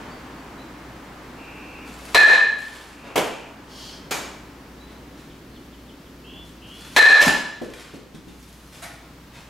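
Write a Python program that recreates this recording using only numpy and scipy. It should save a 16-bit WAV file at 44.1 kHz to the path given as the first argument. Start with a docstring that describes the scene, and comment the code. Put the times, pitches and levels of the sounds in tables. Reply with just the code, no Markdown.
"""Two loud metal-bat pings in a garage batting cage, among knocks, net swishes, bounces and rustles.
Each hit is a crack plus the barrel's ring, Doppler-spread by the swing as the walls return it.
Balls knock about the cage, rub its mesh and thump on turf; a shoe and the bat's tip scuff the ground.
Birds call faintly outside, over a low motor hum. The camera's limiter flattens each ping,
and its gain control ducks the background for two seconds after."""
import sys
import numpy as np
from scipy import signal
from scipy.fft import rfft, irfft, next_fast_len
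from scipy.io import wavfile
from scipy.ndimage import uniform_filter1d, minimum_filter1d, map_coordinates

SR = 44100
rng = np.random.default_rng(int(sys.argv[2]) if len(sys.argv) > 2 else 0)


def pcm_store(signal):
    """Save signal as 16-bit PCM."""
    levels = np.round(np.clip(np.atleast_2d(signal), -1, 1) * 32767)
    wavfile.write(sys.argv[1], SR, levels.astype(np.int16).T)


N = 418509

# bat on ball: (time [s], crack [dB], near walls [dB], crack tilt [dB/oct], ring [dB], bat speed [m/s],
# pitch [ratio], second mode offset [dB], grip damping [ratio])
BAT_HITS = [(2.146, 35, -3, -1.1, 18.5, 11.2, 1.0, -0.5, 1.76),
            (6.9634, 37.5, 0.5, -0.16, 17.5, 9.54, 1.001, -4, 1.36)]


def amp(db):
    """Decibels to gain."""
    return 10 ** (np.asarray(db) / 20)


def unit(x):
    """x at rms 1."""
    return x / np.sqrt(np.mean(x ** 2) + 1e-20)


def along(points, hz):
    """Interpolate (frequency [Hz], value) points on a log axis."""
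    knots_hz, values = np.transpose(points)
    return np.interp(np.log(hz + 1), np.log(knots_hz + 1), values)


def tilt(hz, db_per_oct):
    """Treble slope above about 500 Hz, in dB."""
    return db_per_oct * np.log2(1 + hz / 500)


def filtered(x, response):
    """Zero-phase filter with gain response(hz)."""
    n = x.shape[-1]
    padded = next_fast_len(n + 8192)
    hz = np.fft.rfftfreq(padded, 1 / SR)
    return irfft(rfft(x, padded) * response(hz), padded)[..., :n]


def noise(spectrum, shape, db_per_oct=0):
    """Coloured noise of rms 1."""
    white = rng.standard_normal(shape)
    return unit(filtered(white, lambda hz: amp(along(spectrum, hz) + tilt(hz, db_per_oct))))


def pulse(gain_db, db_per_oct=0):
    """Minimum-phase click of energy 1 with the tilted spectrum gain_db(hz)."""
    hz = np.fft.rfftfreq(4096, 1 / SR)
    cepstrum = irfft(np.log(amp(gain_db(hz) + tilt(hz, db_per_oct))))
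    half = len(cepstrum) // 2
    click = irfft(np.exp(rfft(2 * cepstrum[:half], 2 * half)))
    return np.pad(click / np.linalg.norm(click), (0, SR))


def ring(modes, t, pitch=1, damping=1):
    """Damped modes, all struck at t = 0."""
    return sum(amp(db - 60 * damping * t / t60_s) * np.sin(2 * np.pi * hz * pitch * t)
               for hz, db, t60_s in modes)


def wobble(rate_hz, size=N):
    """Smooth curve through random knots."""
    knots = rng.standard_normal(int(size * rate_hz / SR) + 4)
    return map_coordinates(knots, [np.arange(size) * rate_hz / SR])


def swell(t, rise_s, fall_s):
    """Rounded envelope peaking at 2 * rise_s."""
    from_peak_s = t - 2 * rise_s
    return np.exp(-(from_peak_s / np.where(from_peak_s < 0, rise_s, fall_s)) ** 2)


def add(track, at_s, sound):
    """Mix a sound into a stereo track."""
    start = max(round(at_s * SR), 0)
    track[:, start:start + sound.shape[1]] += sound[:, :N - start]


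def stereo(pair, width):
    """Two unrelated signals as a diffuse field at two close microphones."""
    side = filtered(pair[1], lambda hz: amp(along(width, hz)))
    return np.array([pair[0] + side, pair[0] - side])


def garage(x, direct_db, near_db=-4):
    """Direct path, brief dense cluster off the near walls and a fresh diffuse tail."""
    # reverberation: (frequency [Hz], t60 [s])
    decay = [(100, 0.46), (250, 0.66), (600, 0.71), (1000, 0.72), (1700, 0.71), (3000, 0.7), (7000, 0.61),
             (14000, 0.36)]
    # echo width: (frequency [Hz], side re mid [dB])
    width = [(50, -14), (130, -7), (500, -7.5), (1700, -10), (5000, -10.5), (9000, -8.5), (12000, -20)]
    near_decay_s, build_s = 0.018, 0.001
    hz, frame_s, bins = signal.stft(rng.standard_normal((2, SR)), SR, nperseg=256)
    tail = signal.istft(bins * amp(-60 * frame_s / along(decay, hz)[:, None]), SR, nperseg=256)[1]
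    t = np.arange(tail.shape[1]) / SR
    near = rng.standard_normal(tail.shape) * np.exp(-t / near_decay_s)
    build = 1 - np.exp(-t / build_s)
    echo = stereo((unit(tail) + amp(near_db) * unit(near)) * build, width)
    response = echo / np.linalg.norm(echo[0])
    response[:, 0] += amp(direct_db)
    response /= np.linalg.norm(response[0])
    return signal.fftconvolve(x[None], response, axes=1)[:, :len(x)]


def rub(envelope, db_per_oct):
    """Sliding friction in the garage: many small catches under an envelope."""
    # fabric friction: (frequency [Hz], density [dB])
    cloth = [(60, -30), (300, -16), (800, -9), (3000, -4.5), (6000, -7), (9000, -9.5), (12000, -10),
             (15500, -26)]
    friction = noise(cloth, len(envelope), db_per_oct)
    catches = amp(5.1 * wobble(305.1, size=len(envelope)))
    return garage(envelope * unit(friction * catches), direct_db=-4)


def background():
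    """Steady motor hum, rumble and microphone hiss; building murmur and outdoor wash recede later on."""
    # noise spectra: (frequency [Hz], density [dB])
    rumble_spectrum = [(20, -21), (35, -3.5), (55, -1.5), (85, -5), (120, 2.5), (190, 2), (400, -28),
                       (1000, -39.5)]
    murmur_spectrum = [(80, -19), (170, -7), (270, 3.5), (400, -5.5), (600, -12.5), (1200, -69)]
    wash_spectrum = [(150, -5), (500, -0.5), (1000, 1.5), (2000, -5), (4000, -17.5), (8000, -25),
                     (15500, -45)]
    hiss_spectrum = [(500, 2.5), (3000, 7.5), (5000, 4.5), (9000, -4.5), (12500, -3), (15500, -5)]
    # background width: (frequency [Hz], side re mid [dB])
    width = [(60, -29), (110, -25.5), (200, -26.5), (380, -14), (700, -9), (1290, -6.5), (2380, -6),
             (4400, -5.5), (8120, -4.5), (15000, -16)]
    sag_at_s, sag_db_per_s = 4.4, 1.4
    recede_at_s, recede_db_per_s, wash_floor_db = 3.21, 3.5, -53.5
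    hum_hz = 59.3
    t = np.arange(N) / SR
    echo_db = 5 * np.exp(-t / 0.19)  # an earlier sound's echo dies away at the start
    rumble = amp(-50.5) * noise(rumble_spectrum, (2, N))
    murmur_db = -45 - sag_db_per_s * np.maximum(t - sag_at_s, 0)
    murmur = amp(murmur_db + echo_db + 0.7 * wobble(7.6)) * noise(murmur_spectrum, (2, N))
    wash_db = np.maximum(-44.5 - recede_db_per_s * np.maximum(t - recede_at_s, 0), wash_floor_db)
    wash = amp(wash_db + echo_db) * noise(wash_spectrum, (2, N))
    hiss = amp(-55.5) * noise(hiss_spectrum, (2, N))
    hum = amp(-48.5 + 1.3 * wobble(4.4)) * np.sin(2 * np.pi * hum_hz * t + 0.2 * wobble(5))
    return stereo(rumble + murmur + wash + hiss, width) + hum


def bird_note(t, length_s, from_hz, to_hz, buzz_hz=0):
    """A whistle glides to its final pitch; a fast warble turns it into a buzz."""
    warble_hz, glide_s = 77, 0.0344
    progress = np.minimum(t / length_s, 1)
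    warble = 0.85 * np.sin(2 * np.pi * warble_hz * t) + 0.281 * wobble(250, size=len(t))
    hz = to_hz + (from_hz - to_hz) * np.exp(-t / glide_s) * (1 - progress) + buzz_hz * warble
    envelope = np.minimum(4 * np.abs(np.sin(np.pi * progress)), 1)
    return envelope * np.sin(2 * np.pi * np.cumsum(hz) / SR)


def birds(t):
    """Four kinds of call drift in from outside."""
    # slurs up to a held note: (time [s], length [s], top pitch [Hz], level [dB])
    slurs = [(0.103, 0.036, 4650, -51), (.36, .05, 4630, -59), (0.578, .05, 4040, -54),
             (1.23, .045, 4200, -62), (4.79, 0.08, 4010, -54.5), (5.508, .085, 4330, -63)]
    # quick falling chips: (time [s], level [dB])
    chips = [(5.298, -55), (5.555, -54), (5.724, -56), (5.883, -54), (6.052, -57)]
    # level, buzzing trills: (time [s], level [dB])
    trills = [(1.36, -46.5), (2.95, -47.5)]
    # rising buzzes that clear into a whistle: (time [s], level [dB], whistle delay [s])
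    wheezes = [(6.236, -48, 0.0135), (6.612, -47.5, .07)]
    calls = [(at_s, db, bird_note(t, length_s, 0.94 * hz, hz)) for at_s, length_s, hz, db in slurs]
    calls += [(at_s, db, bird_note(t, 0.0295, 3850, 2900)) for at_s, db in chips]
    calls += [(at_s, db, bird_note(t, 0.55, 2560, 2560, buzz_hz=275)) for at_s, db in trills]
    for at_s, db, delay_s in wheezes:
        calls.append((at_s, db, bird_note(t, 0.165, 2750, 3030, buzz_hz=275)))
        calls.append((at_s + delay_s, db - 5, bird_note(t, 0.212, 2750, 3445)))
    out = np.zeros((2, N))
    for at_s, db, call in calls:
        add(out, at_s, garage(amp(db) * np.sqrt(2) * call, direct_db=1))
    return out


def rustles_and_shuffle(t):
    """Soft rustles of clothes and netting, and one low foot shuffle; each rises faster than it falls."""
    # (peak time [s], length [s], level [dB], tilt [dB/oct]); the steepest tilt is the shuffle
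    rubs = [(2.661, 0.41, -41, -3), (3.066, .07, -34.5, -10), (4.897, .07, -48.5, -6.5),
            (5.181, .065, -49.5, -4), (6.329, .14, -45.5, -29), (6.466, 0.05, -53, 0),
            (7.771, 0.23, -40, -4.5), (8.449, .6, -54, 1.5), (8.748, .09, -44, -2), (9.356, .1, -44, -5)]
    out = np.zeros((2, N))
    for peak_s, length_s, db, db_per_oct in rubs:
        rise_s = 0.34 * length_s
        add(out, peak_s - 2 * rise_s, rub(amp(db) * swell(t, rise_s, length_s - rise_s), db_per_oct))
    return out


def shoe_drag(t):
    """A shoe slides over turf with a thin rasp, speeding up and slowing down."""
    # sole friction: (frequency [Hz], density [dB])
    sole = [(1000, -20), (2500, -14), (3200, 3), (3650, -7), (4300, -0.5), (4850, -2.5), (5600, -4.5),
            (7500, -13.5), (10000, -16.5), (15500, -26)]
    at_s, length_s = 3.655, 0.33
    speed = np.sin(np.pi * np.minimum(t / length_s, 1))
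    out = np.zeros((2, N))
    add(out, at_s, garage(amp(-40) * speed * noise(sole, len(t)), direct_db=-11))
    return out


def bat_scuff(t):
    """The bat's tip swings down and scuffs the turf."""
    # tip on turf: (frequency [Hz], density [dB])
    scuff = [(200, -21), (550, -6.5), (760, 2), (900, -5), (1250, -2.5), (2000, -4.5), (2700, -11),
             (5000, -14), (8000, -15.5), (11000, -12), (15500, -36)]
    at_s, rise_s = 8.814, 0.013
    contact = (t / rise_s) ** 2 * np.exp(2 - 2 * t / rise_s)
    out = np.zeros((2, N))
    add(out, at_s, garage(amp(-30) * contact * noise(scuff, len(t)), direct_db=-12.5))
    return out


def swings(t):
    """The shirt rustles louder as each swing gathers speed, up to contact."""
    swing_s, peak_db, growth_db = 0.3, -42, 10
    progress = np.minimum(t / swing_s, 1)
    effort = amp(peak_db + growth_db * (progress - 1)) * (t < swing_s)
    out = np.zeros((2, N))
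    for hit_s, *_ in BAT_HITS:
        add(out, hit_s - swing_s, rub(effort, db_per_oct=-2.1))
    return out


def net(t):
    """The mesh swishes as it stops a ball."""
    # ball into net: (peak time [s], level [dB])
    catches = [(2.29, -25), (7.215, -10.5), (7.265, -14)]
    rise_s, fall_s = 0.015, 0.033
    out = np.zeros((2, N))
    for peak_s, db in catches:
        add(out, peak_s - 2 * rise_s, rub(amp(db) * swell(t, rise_s, fall_s), db_per_oct=-5))
    return out


def bounces(t):
    """Turf cushions the ball: dull thumps, ever closer together, each with a brush of fibres."""
    # ball on turf: (time [s], level [dB], roll-off corner [Hz])
    landings = [(7.267, 14.5, 282), (7.614, 7.5, 481), (7.935, -1, 430), (8.141, -4, 302),
                (8.271, -7.5, 320)]
    brush = swell(t, rise_s=0.004, fall_s=0.028)
    out = np.zeros((2, N))
    for at_s, db, corner_hz in landings:
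        # (frequency [Hz], density [dB])
        spectrum = [(40, -11), (90, -12), (140, -8), (200, 1),
                    (corner_hz, 0), (2 * corner_hz, -21), (3000, -34), (12000, -50)]
        thump = pulse(lambda hz: along(spectrum, hz))
        add(out, at_s, amp(db) * garage(thump, direct_db=-18, near_db=0))
        add(out, at_s, rub(amp(db - 43) * brush, db_per_oct=-3.5))
    return out


def knocks(t):
    """Short blows about the cage, between thud and clack, set its tubing ringing."""
    # blows: (time [s], level [dB], hardness [0-1], tilt [dB/oct], near walls [dB], metal ring [dB])
    blows = [(3.157, 17, 0, 0.5, -3, -34), (3.177, 15, 0.28, -0.5, 3, -43.5),
             (4.109, 8.5, 0.64, 2.5, -12.5, -29.5), (7.103, 8, 0.14, -3, 21, -54)]
    # spectra at hardness 0 and 1: (frequency [Hz], density [dB])
    thud = [(40, -35), (110, -15), (270, -7), (420, 0), (780, -3.5), (1400, -11.5), (2000, -13),
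            (3100, -12.5), (3900, -22.5), (7000, -24), (10000, -26.5), (12000, -25), (15500, -38)]
    clack = [(40, -72), (150, 2.5), (400, -1), (750, -0.5), (1300, 0), (1900, -4.5), (2900, -10.5),
             (4600, -8.5), (5800, -13), (6700, -12.5), (10500, -22), (12000, -20.5), (15500, -33)]
    # tubing modes: (frequency [Hz], level [dB], t60 [s])
    tubing = [(2316, 2, 0.13), (2430, -1.5, 0.16), (3870, -13, 0.17), (6620, -2.5, 0.18), (7530, -3, 0.09)]
    out = np.zeros((2, N))
    for at_s, db, hardness, db_per_oct, near_db, metal_db in blows:
        blow = pulse(lambda hz: (1 - hardness) * along(thud, hz) + hardness * along(clack, hz), db_per_oct)
        add(out, at_s, amp(db) * garage(blow, direct_db=-28.5, near_db=near_db))
        add(out, at_s, amp(metal_db) * garage(ring(tubing, t), direct_db=-18))
    return out


def bat_hits(t):
    """The ball cracks on the barrel; each wall returns the moving barrel's ring at its own Doppler shift."""
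    # barrel modes: (frequency [Hz], level [dB], t60 [s])
    barrel = [(1745, 0, 0.42), (2490, -9, 0.21), (4076, -3.5, 0.11), (7530, -23, .08)]
    # ball on barrel: (frequency [Hz], density [dB])
    crack_spectrum = [(60, -20), (200, -15.5), (500, -1.5), (900, -0.5), (1350, -1.5), (2300, 0.5),
                      (2900, -7.5), (3600, -3), (4800, -11.5), (8000, -16.5), (12000, -22), (15500, -32.5)]
    paths, sound_m_per_s = 8, 343
    build = 1 - np.exp(-t / 0.008)  # the ring is mostly echo, so it lags the crack
    out = np.zeros((2, N))
    for at_s, crack_db, near_db, db_per_oct, ring_db, bat_m_per_s, pitch, second_db, damping in BAT_HITS:
        crack = pulse(lambda hz: along(crack_spectrum, hz), db_per_oct)
        add(out, at_s, amp(crack_db) * garage(crack, direct_db=-21, near_db=near_db))
        # the contact point sets the second mode's strength
        modes = [(hz, db + (k == 1) * second_db, t60_s) for k, (hz, db, t60_s) in enumerate(barrel)]
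        for toward in np.linspace(-1, 1, paths):
            doppler = 1 + toward * bat_m_per_s / sound_m_per_s
            ping = amp(ring_db) / np.sqrt(paths) * ring(modes, t, pitch * doppler, damping)
            add(out, at_s, garage(build * ping, direct_db=-19, near_db=-20))
    return out


def scene():
    """Batter, balls and outdoors, a touch louder on the left."""
    t = np.arange(SR + SR // 4) / SR  # time within one event
    play = bat_hits(t) + knocks(t) + bounces(t) + net(t) + swings(t) + shoe_drag(t) + bat_scuff(t)
    return (play + background() + birds(t) + rustles_and_shuffle(t)) * amp([[0.2], [-0.2]])


def limiter(x, ceiling_db, release_db_per_s, depth_db=np.inf):
    """Gain drops by the excess, at most depth_db, just ahead of a peak, then recovers linearly in dB."""
    peak_db = 20 * np.log10(np.abs(x).max(0) + 1e-9)
    excess_db = np.clip(peak_db - ceiling_db, 0, depth_db)
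    recovery_db = release_db_per_s * np.arange(N) / SR
    gain_db = recovery_db - np.maximum.accumulate(excess_db + recovery_db)
    lookahead_db = minimum_filter1d(gain_db, size=48)
    return x * amp(uniform_filter1d(lookahead_db, size=64))


def record(dry):
    """Camera: slow gain control, two faster limiters, band limit."""
    ducked = limiter(dry, ceiling_db=3, release_db_per_s=3, depth_db=6)
    limited = limiter(ducked, ceiling_db=0.3, release_db_per_s=115)
    flattened = limiter(limited, ceiling_db=-3, release_db_per_s=700)
    return filtered(flattened, lambda hz: hz < 15800)


dry = scene()
out = record(dry)
pcm_store(out)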